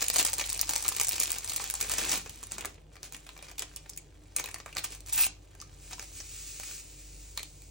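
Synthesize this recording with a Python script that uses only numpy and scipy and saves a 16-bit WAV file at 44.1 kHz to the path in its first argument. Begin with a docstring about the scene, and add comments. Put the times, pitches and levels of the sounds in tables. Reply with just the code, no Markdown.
"""Crumpled paper: small sugar sachets are handled close by over a kitchen table, and an appliance hums.
The first is crumpled; the next is picked up, torn open and its sugar poured into a bowl. Creases are shaped
noise pulses and a click that ring panel resonances; rustle, tearing fibres, a brushing hand and sugar are random
clicks through resonators. Table and bowl echo, the kitchen reverberates; hum is sines, room air filtered noise.
Each squeeze of the fingers swells the rustle by one rule. Levels [dB] are relative, before any layer gain."""
import sys
import numpy as np
from scipy import signal
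from scipy.fft import rfft, irfft, next_fast_len
from scipy.io import wavfile
from scipy.ndimage import uniform_filter1d, map_coordinates

SR = 44100
rng = np.random.default_rng(int(sys.argv[2]) if len(sys.argv) > 2 else 0)


def pcm_store(signal):
    """Save signal as 16-bit PCM."""
    levels = np.round(np.clip(np.atleast_2d(signal), -1, 1) * 32767)
    wavfile.write(sys.argv[1], SR, levels.astype(np.int16).T)


N = 339570
TOP_HZ = 15900  # upper limit of the band


def amp(db):
    """Decibel law: level to amplitude gain."""
    return 10 ** (np.asarray(db) / 20)


def unit(x):
    """Normalisation to an rms of 1."""
    return x / np.sqrt(np.mean(x ** 2) + 1e-20)


def along(points, hz):
    """Interpolation of (frequency [Hz], value) points on a logarithmic frequency axis."""
    f, v = np.transpose(points)
    return np.interp(np.log(hz + 1), np.log(f + 1), v)


def levels(rows):
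    """Envelopes linear in decibels: one gain curve per level column, -120 dB before the first row."""
    s, *columns = np.transpose(rows)
    t = np.arange(N) / SR
    return [amp(np.interp(t, s, column, left=-120)) for column in columns]


def wobble(rate):
    """Slow random modulation: a smooth curve through rate random knots a second."""
    knots = rng.standard_normal(int(N * rate / SR) + 4)
    return map_coordinates(knots, [np.arange(N) * rate / SR])


def filtered(x, response):
    """Linear filtering: the spectrum of x times a complex response of frequency."""
    m = next_fast_len(N + SR // 2)
    hz = np.fft.rfftfreq(m, 1 / SR)
    return irfft(rfft(x, m) * response(hz), m)[..., :N]


def causal(db):
    """Minimum phase by folding the cepstrum: a response with these gains that rings only after the blow."""
    cepstrum = irfft(np.log(amp(db) + 1e-9))
    half = len(cepstrum) // 2
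    fold = np.r_[1, np.full(half - 1, 2), 1, np.zeros(half - 1)]
    return np.exp(rfft(cepstrum * fold))


def ring(x, spectrum, size=2048):
    """Convolution: each click excites one impulse response with the given spectrum."""
    pulse = irfft(causal(along(spectrum, np.fft.rfftfreq(size, 1 / SR))))
    return signal.oaconvolve(x, pulse[None], axes=1)[:, :N]


def bump(hz, centre, octaves):
    """Resonance curve on an octave scale, 1 at its centre and 1/2 at the given distance in octaves."""
    return 1 / (1 + (np.log2((hz + 1) / centre) / octaves) ** 2)


def grains(rate, spread_db, apart):
    """Random impulses: rate clicks a second of scattered size, each of its own strength at the two ports."""
    chance, size, lean = rng.random(N), rng.standard_normal(N), rng.standard_normal(N)
    heights = amp(spread_db * np.minimum(size, 2))
    clicks = (chance < rate / SR) * heights * rng.choice([-1, 1], N)
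    return clicks * np.array([1 + apart * lean, 1 - apart * lean])


def avalanches(rate, life, calm):
    """Avalanche statistics: buckling bursts, rate a second, decay with time constant life [s] over a calm share."""
    starts = (rng.random(N) < rate / SR) * rng.uniform(.4, 1, N)
    power = signal.lfilter([1], [1, -np.exp(-2 / (life * SR))], starts ** 2)
    return np.sqrt((calm + power / power.mean()) / (calm + 1))


def buckles(x, spectrum, low_hz, high_hz, peak_db, octaves=0.74, size=1024, count=6):
    """Local resonance: every few milliseconds a random facet takes the pulses and rings at its own pitch."""
    hz, hop = np.fft.rfftfreq(size, 1 / SR), SR // 160
    turn = rng.integers(count, size=N // hop + 1).repeat(hop)[:N]
    out = np.zeros((2, N))
    for k, pitch_hz in enumerate(np.geomspace(low_hz, high_hz, count)):
        pulse = irfft(causal(along(spectrum, hz) + peak_db * bump(hz, pitch_hz, octaves)))
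        out += signal.oaconvolve(x * (turn == k), pulse[None], axes=1)[:, :N]
    return unit(out)


# left-right likeness of diffuse sound: (frequency [Hz], coherence [0-1])
COHERENCE = [(60, 0.94), (130, 0.94), (300, 0.61), (640, 0), (1400, 0.23), (4000, 0)]


def diffuse(pair):
    """Diffuse-field coherence: two unrelated signals are made alike in the bass, as sound from all sides is."""
    hz = np.fft.rfftfreq(pair.shape[1], 1 / SR)
    turn = np.arccos(np.clip(along(COHERENCE, hz), -1, 1)) / 2
    mid, side = rfft(pair) * [np.cos(turn), np.sin(turn)]
    return irfft([mid + side, mid - side], pair.shape[1])


# mains hum of the appliance: (frequency [Hz], rms level [dB])
HUM_LINES = [(49, -54), (98, -64.5), (150, -76), (300, -73)]
# colour of the room air: (frequency [Hz], level per Hz [dB])
AIR_COLOUR = [(20, -13), (45, -4), (62, -1.5), (83, 10), (115, -4.5), (150, 0.5), (200, -16), (310, -7.5),
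              (600, -13), (1000, -22), (1600, -37), (5000, -35), (15000, -76)]
# level of the low hum band between 65 and 125 Hz over time: (time [s], level [dB])
HUM_BAND_LEVEL = [(0, 1.5), (2.75, -2.5), (3.1, -8), (3.55, -6.5), (3.95, -2)]


def background():
    """Additive synthesis: unsteady sine hum over air noise; the level between 65 and 125 Hz varies with time."""
    t = np.arange(N) / SR
    hum = np.zeros(N)
    for hz, db in HUM_LINES:
        height = np.sqrt(2) * amp(db + 2.0 * wobble(3.6))
        hum += height * np.sin(2 * np.pi * hz * t + 0.238 * wobble(2.0))
    noise = diffuse(rng.standard_normal((2, N)))
    air = unit(filtered(noise, lambda hz: amp(along(AIR_COLOUR, hz))))
    floor = hum + amp(-56.5) * air
    band_gain, = levels(HUM_BAND_LEVEL)
    hum_band = filtered(floor, lambda hz: (hz > 65) & (hz < 125))
    return floor + (band_gain - 1) * hum_band


# how firmly the hands keep working the paper between squeezes: (time [s], rustle level [dB])
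GRIP_LEVEL = [(0, -38.5), (1.33, -36.5), (1.41, -43.5), (1.5, -36.5), (1.77, -41), (2.18, -40), (2.25, -47),
              (2.7, -54.5), (2.87, -70.5), (3.15, -55), (3.5, -59.5), (3.75, -54), (4.1, -64.5),
              (4.33, -60), (4.43, -49), (4.64, -60), (4.74, -62), (4.9, -52), (5.02, -61), (5.45, -62.5),
              (5.75, -56), (5.92, -56), (6.15, -65), (7.7, -85)]
# the fingers squeeze or shift the sachet:
# (time [s], length [s], crisp rustle level [dB], flexing panel level [dB])
FINGER_SQUEEZES = [(0.0, 0.017, -26.5, -50), (0.145, 0.02, -23.5, -42), (0.187, 0.017, -24, -33.5),
                   (0.25, 0.022, -27, -53.5), (0.374, 0.044, -32, -47), (0.554, 0.026, -49, -64),
                   (0.697, 0.012, -32, -50), (0.842, 0.09, -30.5, -45), (0.965, 0.06, -32, -57),
                   (1.12, 0.13, -32, -49.5), (1.273, 0.1, -42, -50.5), (1.558, 0.0071, -31.5, -55),
                   (1.596, 0.071, -36.5, -57), (1.833, 0.058, -36.5, -49), (1.913, 0.03, -26.5, -45),
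                   (1.974, 0.096, -28, -38.5), (2.089, 0.082, -26.5, -39), (2.517, 0.025, -39, -47),
                   (2.584, 0.094, -53, -46.5), (2.929, 0.023, -57, -61), (3.043, 0.019, -41, -50),
                   (3.131, 0.027, -44, -63), (3.428, 0.071, -50, -52.5), (3.601, 0.029, -42.5, -48.5),
                   (4.385, 0.015, -39, -41.5), (4.44, 0.17, -54, -67), (4.664, 0.062, -51, -60),
                   (4.767, 0.023, -41, -40), (4.844, 0.0078, -32, -55), (4.913, 0.04, -41, -52.5),
                   (5.075, 0.082, -41.5, -77), (5.916, 0.013, -42, -50.5), (6.014, 0.024, -42, -65),
                   (6.665, 0.063, -54, -59), (7.368, 0.04, -48, -56)]
SQUEEZE_RISE_S, SQUEEZE_FALL_S = 0.019, 0.041  # seconds per 20 dB before and after
SQUEEZE_SAG_DB = 3  # easing while it lasts
GRIP_FLEX_DB, FLEX_GROWS = -65.5, 0.37  # panels flexing at the median grip; dB more for each dB of grip


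def handling():
    """Addition of powers: a grip and squeezes that rise, ease and let go drive crisp rustle and flexing panels."""
    t = np.arange(N) / SR
    grip, = levels(GRIP_LEVEL)
    crisp = grip ** 2
    flex = (amp(GRIP_FLEX_DB) * (grip / np.median(grip)) ** FLEX_GROWS) ** 2
    for s, length, crisp_db, flex_db in FINGER_SQUEEZES:
        early, late = np.maximum(s - t, 0), np.maximum(t - s - length, 0)
        slopes_db = -20 * (early / SQUEEZE_RISE_S + late / SQUEEZE_FALL_S)
        sag_db = SQUEEZE_SAG_DB * np.clip((t - s) / length, 0, 1)
        power = amp(slopes_db - sag_db) ** 2
        crisp = crisp + amp(crisp_db) ** 2 * power
        flex = flex + amp(flex_db) ** 2 * power
    return np.sqrt(crisp), np.sqrt(flex)


# colour of the creased sheet, which the snaps share: (frequency [Hz], level per Hz [dB])
PAPER_COLOUR = [(60, -17), (200, -14), (480, -8), (620, -9.5), (800, -5.5), (1050, -7), (1550, -8),
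                (2500, -3), (3200, -6.5), (4200, -3.5), (5200, -4.5), (7200, -0.5), (9800, 0), (11500, -8),
                (15500, -1)]
# colour of its wide panels: (frequency [Hz], level per Hz [dB])
PANEL_COLOUR = [(50, -0.5), (140, -6), (350, 10), (800, 3), (1200, 1.5), (1600, 4), (2400, 1.5),
                (3300, 3.5), (8000, -32)]
CRUMPLE_END_S = 1.6  # crumpling gives way to sliding between the fingers
TICKS_PER_S, POPS_PER_S = 75, 26  # small creases that tick; slack panels that pop


def rustle():
    """Buckling noise: bursts of tiny buckles and ticks over wider panels that flex dully and pop."""
    crisp, flex = handling()
    # crumpling is nearly all bursts; sliding between the fingers afterwards is more even
    sliding = np.where(np.arange(N) / SR < CRUMPLE_END_S, .15, 1.1)
    bursts = avalanches(rate=170, life=.0016, calm=sliding)
    fine = unit(bursts * grains(rate=7000, spread_db=3.0, apart=0.017))
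    creases = avalanches(rate=TICKS_PER_S, life=0.0011, calm=0)
    ticks = unit(creases * grains(rate=12000, spread_db=3.0, apart=0.44)) / (1 + sliding)
    dull = unit(np.sqrt(bursts) * grains(rate=1500, spread_db=3.5, apart=0.38))
    slack = avalanches(rate=POPS_PER_S, life=0.0025, calm=0)
    pops = unit(slack * grains(rate=4400, spread_db=4.5, apart=0.33))
    small = buckles(fine + amp(-9.5) * ticks, PAPER_COLOUR, low_hz=2360, high_hz=13800, peak_db=5.5)
    wide = buckles(dull + amp(-1.0) * pops, PANEL_COLOUR, low_hz=408, high_hz=2990, peak_db=3.5)
    return amp(-2.0) * crisp * small + amp(-3.5) * flex * wide


# the creases that snap through: (time [s], level over 5 ms [dB], body from wide flexing [dB],
# panel pitch [Hz], panel ring [dB], noise t60 [s])
CREASE_SNAPS = [(0.0219, -26, 5, 1330.0, 0, 0.022), (0.0422, -29, -9, 660, 10, 0.0092),
                (0.0832, -22, -10, 2780, 9, 0.0083), (0.101, -22, 5.5, 900, 7, 0.007),
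                (0.1404, -28, -13, 740, 7, 0.031), (0.16, -22.5, 2.5, 700, 11, 0.022),
                (0.1664, -22.5, -9, 7000, -5, 0.014), (0.1899, -20, -5, 780.0, 11, 0.017),
                (0.198, -22.5, 5, 2670, 9.5, 0.017), (0.2092, -24.5, 1, 4160, 9, 0.021),
                (0.2497, -21.5, -4, 785, 9, 0.011), (0.2525, -24.5, -2, 850.0, 10, 0.008),
                (0.2746, -29.5, -7, 6800, 9, 0.0069), (0.332, -26, -2.5, 694, 10, 0.019),
                (0.3387, -26, -15, 11000, -5, 0.004), (0.3827, -31, -15, 680.0, 4, 0.01),
                (0.3957, -28, 5, 2560, 6, 0.036), (0.4122, -30.5, 21.5, 6060, 14, 0.027),
                (0.44, -34, 2, 3380.0, 17, 0.021), (0.4934, -30, -1, 8600, 13, 0.0046),
                (0.5006, -27.5, -8, 4600, 6, 0.02), (0.5294, -27, -25, 890.0, 7, 0.014),
                (0.563, -38, 1, 650.0, 8.0, 0.008), (0.5934, -28, 2, 4800, 11, 0.0077),
                (0.6134, -19, -28, 11900, -3, 0.0028), (0.63, -35, 12, 3360, 13, 0.011),
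                (0.6931, -23.5, -1, 1040, 11, 0.024), (0.6982, -29.5, 1, 895, 3, 0.027),
                (0.7093, -30.5, -2, 680.0, 12, 0.0049), (0.7351, -27.5, 3.5, 1080, 4, 0.012),
                (0.7566, -30, 2, 5500, -6, 0.025), (0.762, -22.5, -4.5, 5700, 4, 0.0062),
                (0.8526, -36, 14, 1280, 11, 0.031), (0.8811, -21, -8, 6200, 1, 0.006),
                (0.8888, -21.5, -10, 11500, 11, 0.0059), (0.919, -37, 8, 1170, 14, 0.016),
                (0.999, -24, -4, 2500, 6, 0.0064), (1.0127, -21, 1, 5230, 1, 0.01),
                (1.0474, -27.5, -8, 1980.0, 11, 0.0083), (1.07, -28, -16, 1580.0, 10, 0.0046),
                (1.0848, -25.5, -2, 1970, 7, 0.0029), (1.092, -22.5, -20, 650.0, 19, 0.0081),
                (1.201, -19.5, -13, 11100, 3, 0.008), (1.2133, -29.5, 4, 1810.0, 2, 0.0054),
                (1.2229, -26.5, -6.5, 650.0, 7, 0.021), (1.233, -24.5, -5, 6300.0, 1, 0.019),
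                (1.3054, -29.5, -10, 1390.0, 12, 0.0037), (1.318, -24, -20, 890.0, 5, 0.0051),
                (1.362, -38, 14, 1200, 5, 0.008), (1.3843, -30, -12, 740.0, 0, 0.015),
                (1.4454, -31, 9, 9500, 10.5, 0.014), (1.496, -29, -18, 4220.0, 8, 0.025),
                (1.5182, -34.5, 0, 3380.0, 5, 0.013), (1.5352, -33, -11, 650.0, 7, 0.0084),
                (1.562, -24.5, -18, 2070.0, 7, 0.033), (1.6, -36.5, 20, 1100, 11, 0.0077),
                (1.6133, -40, 4, 1200, 9, 0.0053), (1.641, -30.5, -9, 1730.0, 10, 0.012),
                (1.7008, -27, -13, 1650, 15, 0.0022), (1.74, -27.5, -5, 910, 12, 0.0045),
                (1.7526, -30.5, 0, 6700, 9, 0.018), (1.8038, -33, 0, 810.0, 6, 0.018),
                (1.8115, -23.5, -8.5, 1600, 9.5, 0.033), (1.8269, -28, 6, 8230.0, 8, 0.013),
                (1.8966, -28, -6, 1190, 14, 0.015), (1.9165, -28.5, -10, 3380.0, 0, 0.01),
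                (1.9374, -30, 11.5, 7200.0, 10, 0.019), (1.983, -25.5, 1.5, 1720, 8, 0.041),
                (2.094, -26.5, 8, 7040, 24, 0.013), (2.1319, -29.5, 0.5, 710.0, 16.5, 0.015),
                (2.2608, -41.5, 23, 5760.0, 9, 0.032), (2.2952, -38, 0, 3000, 4, 0.023),
                (2.4296, -39, 5, 1070, 6, 0.014), (2.436, -37, -3, 6740, 9, 0.021),
                (2.5201, -31.5, -18, 1150, 5, 0.0047), (2.5825, -33.5, 8, 330, 12, 0.029),
                (2.609, -35.5, -1, 2900, 7, 0.022), (2.6482, -32.5, 19.5, 480, 4, 0.022),
                (2.6558, -31.5, 2.5, 2300, -9, 0.012), (2.956, -50.5, 17, 5510.0, 8.0, 0.013),
                (2.9664, -48.5, 20, 4820.0, 11.5, 0.0079), (3.0309, -37, 5.5, 4800, 6, 0.0052),
                (3.1239, -39, 0, 1520.0, 4, 0.0053), (3.135, -47, -11, 805, 7, 0.004),
                (3.147, -39, 7.5, 3200, 9, 0.01), (3.166, -44, -2, 2070.0, 7, 0.0088),
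                (3.2665, -46, 12.0, 3230.0, 6, 0.032), (3.291, -41.5, 15.0, 2800, 12.5, 0.007),
                (3.3657, -47.5, 20, 5040.0, 6.0, 0.018), (3.3772, -48, -6.0, 1390.0, 11.0, 0.007),
                (3.3904, -47.5, 21, 3690.0, 12, 0.014), (3.426, -41.5, 12, 650.0, 7, 0.014),
                (3.4849, -46, 12, 4820.0, 14, 0.04), (3.514, -44.5, 9, 750, 9, 0.019),
                (3.582, -36.5, 0.5, 3220, 12, 0.03), (3.5942, -28, -14, 2590.0, 10, 0.0069),
                (3.6218, -31.5, 7.5, 1100, 1.5, 0.025), (3.762, -34.5, -17, 810.0, 15, 0.013),
                (3.7694, -42, 1.5, 2830.0, 11, 0.022), (3.86, -51, 22.0, 1590, 8, 0.022),
                (3.8944, -41.5, -1, 7360, 10, 0.023), (3.8987, -38, -17, 650.0, 5, 0.0039),
                (3.9338, -47, 3, 5070, 19, 0.017), (3.9753, -34.5, -11.5, 2320, 10, 0.023),
                (4.3638, -21.5, -0.5, 9400, 9, 0.03), (4.385, -34, 4, 2200, 12, 0.007),
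                (4.398, -29, 7, 1000, 0, 0.02), (4.4412, -33.5, 5, 1000, 8, 0.0088),
                (4.459, -34.5, 6, 2230, 8, 0.013), (4.475, -44, 12, 1100, 4, 0.02),
                (4.4878, -39, 13, 930.0, 6, 0.02), (4.513, -42, -5.0, 2260.0, 14, 0.017),
                (4.5432, -32.5, 9, 2230, 1, 0.013), (4.5605, -42, 18, 2000, 12, 0.0071),
                (4.584, -45.5, 11, 2300, 0, 0.012), (4.6013, -41.5, 24, 4820.0, 12, 0.011),
                (4.661, -38.5, 22, 1510, 4, 0.01), (4.68, -48.5, 22, 1900, 8, 0.016),
                (4.6905, -51, 21, 1900, 8, 0.012), (4.7277, -44, -1.0, 2830.0, 17, 0.024),
                (4.7517, -42, 6.5, 6590.0, 19, 0.0045), (4.763, -41, 20, 1500, 5, 0.012),
                (4.7689, -29, 10, 4740, 7.5, 0.0073), (4.783, -29.5, 4.0, 3650, 14.5, 0.014),
                (4.7912, -36.5, -2, 1450, 14, 0.023), (4.8419, -29.5, -2, 1610, 8, 0.032),
                (5.085, -42, -5, 6000, 2, 0.02), (5.093, -40, 1, 6350, 6, 0.03),
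                (5.1262, -34.5, -1, 2500, -2, 0.0094), (5.1325, -27.5, -5, 7750, 18, 0.029),
                (5.1776, -31.5, -2, 1740, 14, 0.05), (5.2661, -27.5, 3, 5510.0, -2, 0.017),
                (5.551, -51.5, 7, 1430, 12, 0.013), (5.6019, -43, 15, 5510.0, 22, 0.009),
                (5.615, -40, 8, 4970, 19, 0.0065), (5.622, -46, -1, 1280, 20, 0.0097),
                (5.9106, -44, 5, 1210, 13, 0.016), (5.926, -45, 8, 1500, 6, 0.0078),
                (5.931, -36.5, 17, 5460, 14, 0.027), (5.982, -49, 10, 1110, 15, 0.0074),
                (5.9954, -35, 12.5, 5640, 13, 0.01), (6.0266, -43, 8, 650, 3, 0.014),
                (6.2025, -38.5, 17.5, 5700, 20, 0.034), (6.599, -37, 13, 6260, 10.5, 0.0047),
                (6.633, -39, 0, 1900, 13.5, 0.018), (6.711, -43, 9, 1300, 6, 0.018),
                (7.3752, -29, 5.5, 3930, 12, 0.005), (7.3774, -40, 9, 1000, 10, 0.012),
                (7.394, -38, -8, 2130, 22, 0.017), (7.414, -62, 2, 1500, 4, 0.012),
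                (7.4303, -36, -4, 3260, 14, 0.014), (7.6203, -49, -3, 2300, 10, 0.0063)]
# the clearest of the small creases, which tick once: (time [s], level over 5 ms [dB])
CREASE_TICKS = [(0.027, -25.5), (0.147, -36), (0.1834, -25), (0.228, -26), (0.299, -32), (0.3452, -35),
                (0.463, -36), (0.4735, -43), (0.547, -34), (0.577, -34), (0.7233, -39), (0.7373, -37),
                (0.741, -40), (0.78, -31), (0.8253, -31), (0.8412, -37), (0.9655, -28.5), (1.034, -27),
                (1.1205, -32), (1.237, -26), (1.2721, -33), (1.331, -35), (1.4766, -35), (1.6759, -38),
                (1.6917, -48), (1.7094, -33), (1.7891, -45), (2.117, -26), (2.3584, -47), (2.47, -42),
                (3.0513, -47), (3.9634, -48), (4.3944, -36), (4.78, -39), (4.95, -42), (5.006, -46),
                (5.0625, -46), (5.0689, -46)]
# what all those ticks share
TICK_BODY_DB, TICK_PANEL_HZ, TICK_PANEL_DB, TICK_T60_S = -8.5, 5130, -1.5, 0.0049


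def snaps(noise=1.55, click=1.46, click_s=0.0068, linger_s=0.014, bend=.58, bend_hz=4200,
          evenness=0.43, facet_db=2.5, apart=0.36, wide_hz=3300, panel_octaves=0.34, size=2048, count=16):
    """Snap-through buckling: noise swells up to a click and decays, coloured by a panel and random facets."""
    out = np.zeros((2, N + size))
    lead = SR // 400  # the window starts 2.5 ms before the click
    t, hz = (np.arange(size) - lead) / SR, np.fft.rfftfreq(size, 1 / SR)
    wide = 1 / (1 + (hz / wide_hz) ** 4)
    slow = bend / (1 + (hz / bend_hz) ** 4)
    facet_hz = np.geomspace(300, TOP_HZ, count)
    ticks = [(s, db, TICK_BODY_DB, TICK_PANEL_HZ, TICK_PANEL_DB, TICK_T60_S) for s, db in CREASE_TICKS]
    for s, db, body_db, panel_hz, panel_db, t60 in CREASE_SNAPS + ticks:
        swell = amp(np.minimum(7 * 60 * t / t60, -60 * t / t60))  # rises seven times as fast as it decays
        shared, own = rng.standard_normal((2, size)) * rng.exponential(1, size) ** .6 * swell
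        push = np.array([shared + apart * own, shared - apart * own])
        push *= noise / np.linalg.norm(shared)
        push[:, lead] += click * np.exp(-t60 / click_s)  # a shorter snap has more click

        # the wide, slow bending of the sheet outlasts the first noise
        flutter = rng.standard_normal(size) * (t >= 0) * amp(-60 * np.abs(t) / (t60 + linger_s))
        flutter *= np.linalg.norm(push[0]) / np.linalg.norm(flutter)
        blow = (1 - slow) * rfft(push) + slow * rfft(flutter)

        # part of the blow's own unevenness is smoothed out of the lower spectrum
        power = uniform_filter1d(np.mean(np.abs(blow) ** 2, axis=0), size=24)
        even = -10 * evenness * wide * np.log10(power)
        facets = np.interp(hz, facet_hz, facet_db * rng.standard_normal(count))
        octaves = panel_octaves * np.sqrt(abs(panel_db) / 10 + 1e-9)  # a stronger ring is broader
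        panel = panel_db * bump(hz, panel_hz, octaves)
        colour = even + along(PAPER_COLOUR, hz) + body_db * wide + panel + facets
        snap = irfft(blow * causal(colour) * (hz < TOP_HZ))
        rms = np.sqrt(np.mean(snap[:, lead:lead + SR // 200] ** 2))
        out[:, round(s * SR) - lead:][:, :size] += amp(db) * snap / rms
    return amp(-1.04) * out[:, :N]


# the flat faces of a sachet keep ringing faintly: (frequency [Hz], bandwidth [Hz], level [dB])
FACE_MODES = [(1187, 70, -8), (2366, 154, -10.5)]


def faces(x):
    """Modal resonance: the paper's sounds stir the few damped modes of the sachet's flat faces."""
    def modes(f):
        return sum(amp(db) * 1j * f * w / (hz * hz - f * f + 1j * f * w) for hz, w, db in FACE_MODES)
    return filtered(x, modes)


def table_top(x, count=12, order=5):
    """Early reflection: table and bowl return weak copies within 15 ms; paths change in turn for moving hands."""
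    out = np.zeros((2, N))
    turn = np.arange(N) // (SR // 25) % order
    for place in range(order):
        copies = np.zeros(SR // 50)
        copies[rng.integers(SR // 1200, SR // 70, count)] = rng.choice([-1, 1], count)
        out += signal.oaconvolve(x * (turn == place), copies[None] / np.sqrt(count), axes=1)[:, :N]
    return out


# reverberation of the kitchen: (frequency [Hz], t60 [s])
KITCHEN_T60 = [(200, 0.25), (800, 0.22), (2500, 0.23), (6000, 0.25), (15000, 0.0043)]


def kitchen(x, count=4):
    """Reverberation: decaying diffuse noise, top treble dying first; tails change in turn for moving hands."""
    out = np.zeros((2, N))
    turn = np.arange(N) // (SR // 9) % count
    for place in range(count):
        hz, t, z = signal.stft(rng.standard_normal((2, SR // 2)), SR, nperseg=256)
        decay = amp(-60 * t / along(KITCHEN_T60, hz)[:, None]) * (1 - np.exp(-t / 0.0004))
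        tail = diffuse(signal.istft(z * decay, SR, nperseg=256)[1])
        tail = tail / np.linalg.norm(tail[0])
        part = (x[0] * (turn == place))[None]
        out += signal.fftconvolve(part, tail, axes=1)[:, :N]
    return out


# a hand brushes along the table top: (time [s], level [dB])
BRUSH_LEVEL = [(1.85, -85), (2.0, -59.5), (2.15, -50.5), (2.3, -68), (2.5, -67), (2.6, -52.5), (2.72, -91)]
# colour of the table top: (frequency [Hz], level per Hz [dB])
TABLE_COLOUR = [(60, -26), (150, 3.5), (350, -3), (1500, -41.5)]


def brush():
    """Stick-slip friction: skin catches and slips in random clicks, and the table top answers dully."""
    pressure, = levels(BRUSH_LEVEL)
    slips = grains(rate=1100, spread_db=9.5, apart=0.089)
    return pressure * unit(ring(slips, TABLE_COLOUR))


# the pull that tears the top off: (time [s], level [dB])
TEAR_LEVEL = [(5.123, -42), (5.127, -29.5), (5.172, -23.5), (5.178, -23), (5.208, -20.5), (5.236, -20.5),
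              (5.264, -29), (5.276, -58)]
# colour of the tearing fibres: (frequency [Hz], level per Hz [dB])
FIBRE_COLOUR = [(100, -28.5), (450, -16.5), (850, -8), (1050, -11.5), (2250, -7), (2680, 3.5), (2950, -6.5),
                (3300, -5), (4500, -5.5), (7500, -1), (9500, 6.5), (12500, -6.5), (14300, 14), (15500, 6)]


def tear():
    """Progressive fracture: fibres break in a fast, dense run and ring the taut sachet at changing pitches."""
    pull, = levels(TEAR_LEVEL)
    bundles = avalanches(rate=500, life=.0008, calm=1)
    breaks = bundles * grains(rate=29000, spread_db=-2, apart=0.076)
    tearing = np.arange(N) / SR < TEAR_LEVEL[-1][0]
    return tearing * pull * buckles(breaks, FIBRE_COLOUR, low_hz=900, high_hz=14000, peak_db=7)


# sugar slides inside the sachet as it tilts, then flows out: (time [s], level [dB])
POUR_LEVEL = [(5.77, -69), (5.83, -53.5), (6.12, -53), (6.165, -44), (6.21, -48), (6.25, -49), (6.41, -44),
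              (6.57, -45), (6.72, -42), (6.8, -46.5), (6.83, -52), (7.3, -53.5), (7.7, -58)]
# colour of the sliding sugar: (frequency [Hz], level per Hz [dB])
SUGAR_COLOUR = [(200, -37), (900, -25), (1250, -10), (1700, -10.5), (2500, -1), (3200, -6), (4200, -2),
                (5500, 0), (7400, 5), (9700, 4), (11300, -36), (15500, 5)]


def sugar():
    """Granular flow: thousands of fine crystals slide down the paper in little slumps and over its lip."""
    flow, = levels(POUR_LEVEL)
    slumps = amp(.7 * wobble(35)) * avalanches(rate=140, life=.003, calm=8)
    crystals = slumps * grains(rate=14000, spread_db=3.5, apart=.2)
    return amp(3.5) * flow * unit(ring(crystals, SUGAR_COLOUR))


# the two microphone ports: (frequency [Hz], phase by which the left lags [rad])
PORT_LAG = [(1900, 0), (2700, -.8), (4000, -.1), (6200, .4), (8000, 1.8), (9700, 2.8), (13500, 3.25),
            (15600, 4.1)]


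def scene(soft_hz=8600):
    """Superposition: near sounds with a phase difference between the ports, duller room sound and background."""
    paper = snaps() + rustle() + tear()
    near = paper + faces(paper) + brush() + sugar()
    sides = np.array([[-1], [1]])  # left, right
    direct = filtered(near, lambda hz: np.exp(.5j * along(PORT_LAG, hz) * sides))
    soft = filtered(near, lambda hz: 1 / np.sqrt(1 + (hz / soft_hz) ** 4))
    room = kitchen(soft)
    return direct + amp(-11.5) * table_top(direct) + amp(-8) * room + background()


def record(dry):
    """Band limitation: a very steep low-pass removes what lies above the upper limit."""
    return filtered(dry, lambda hz: 1 / np.sqrt(1 + (hz / TOP_HZ) ** 160))


dry = scene()
out = record(dry)
pcm_store(out)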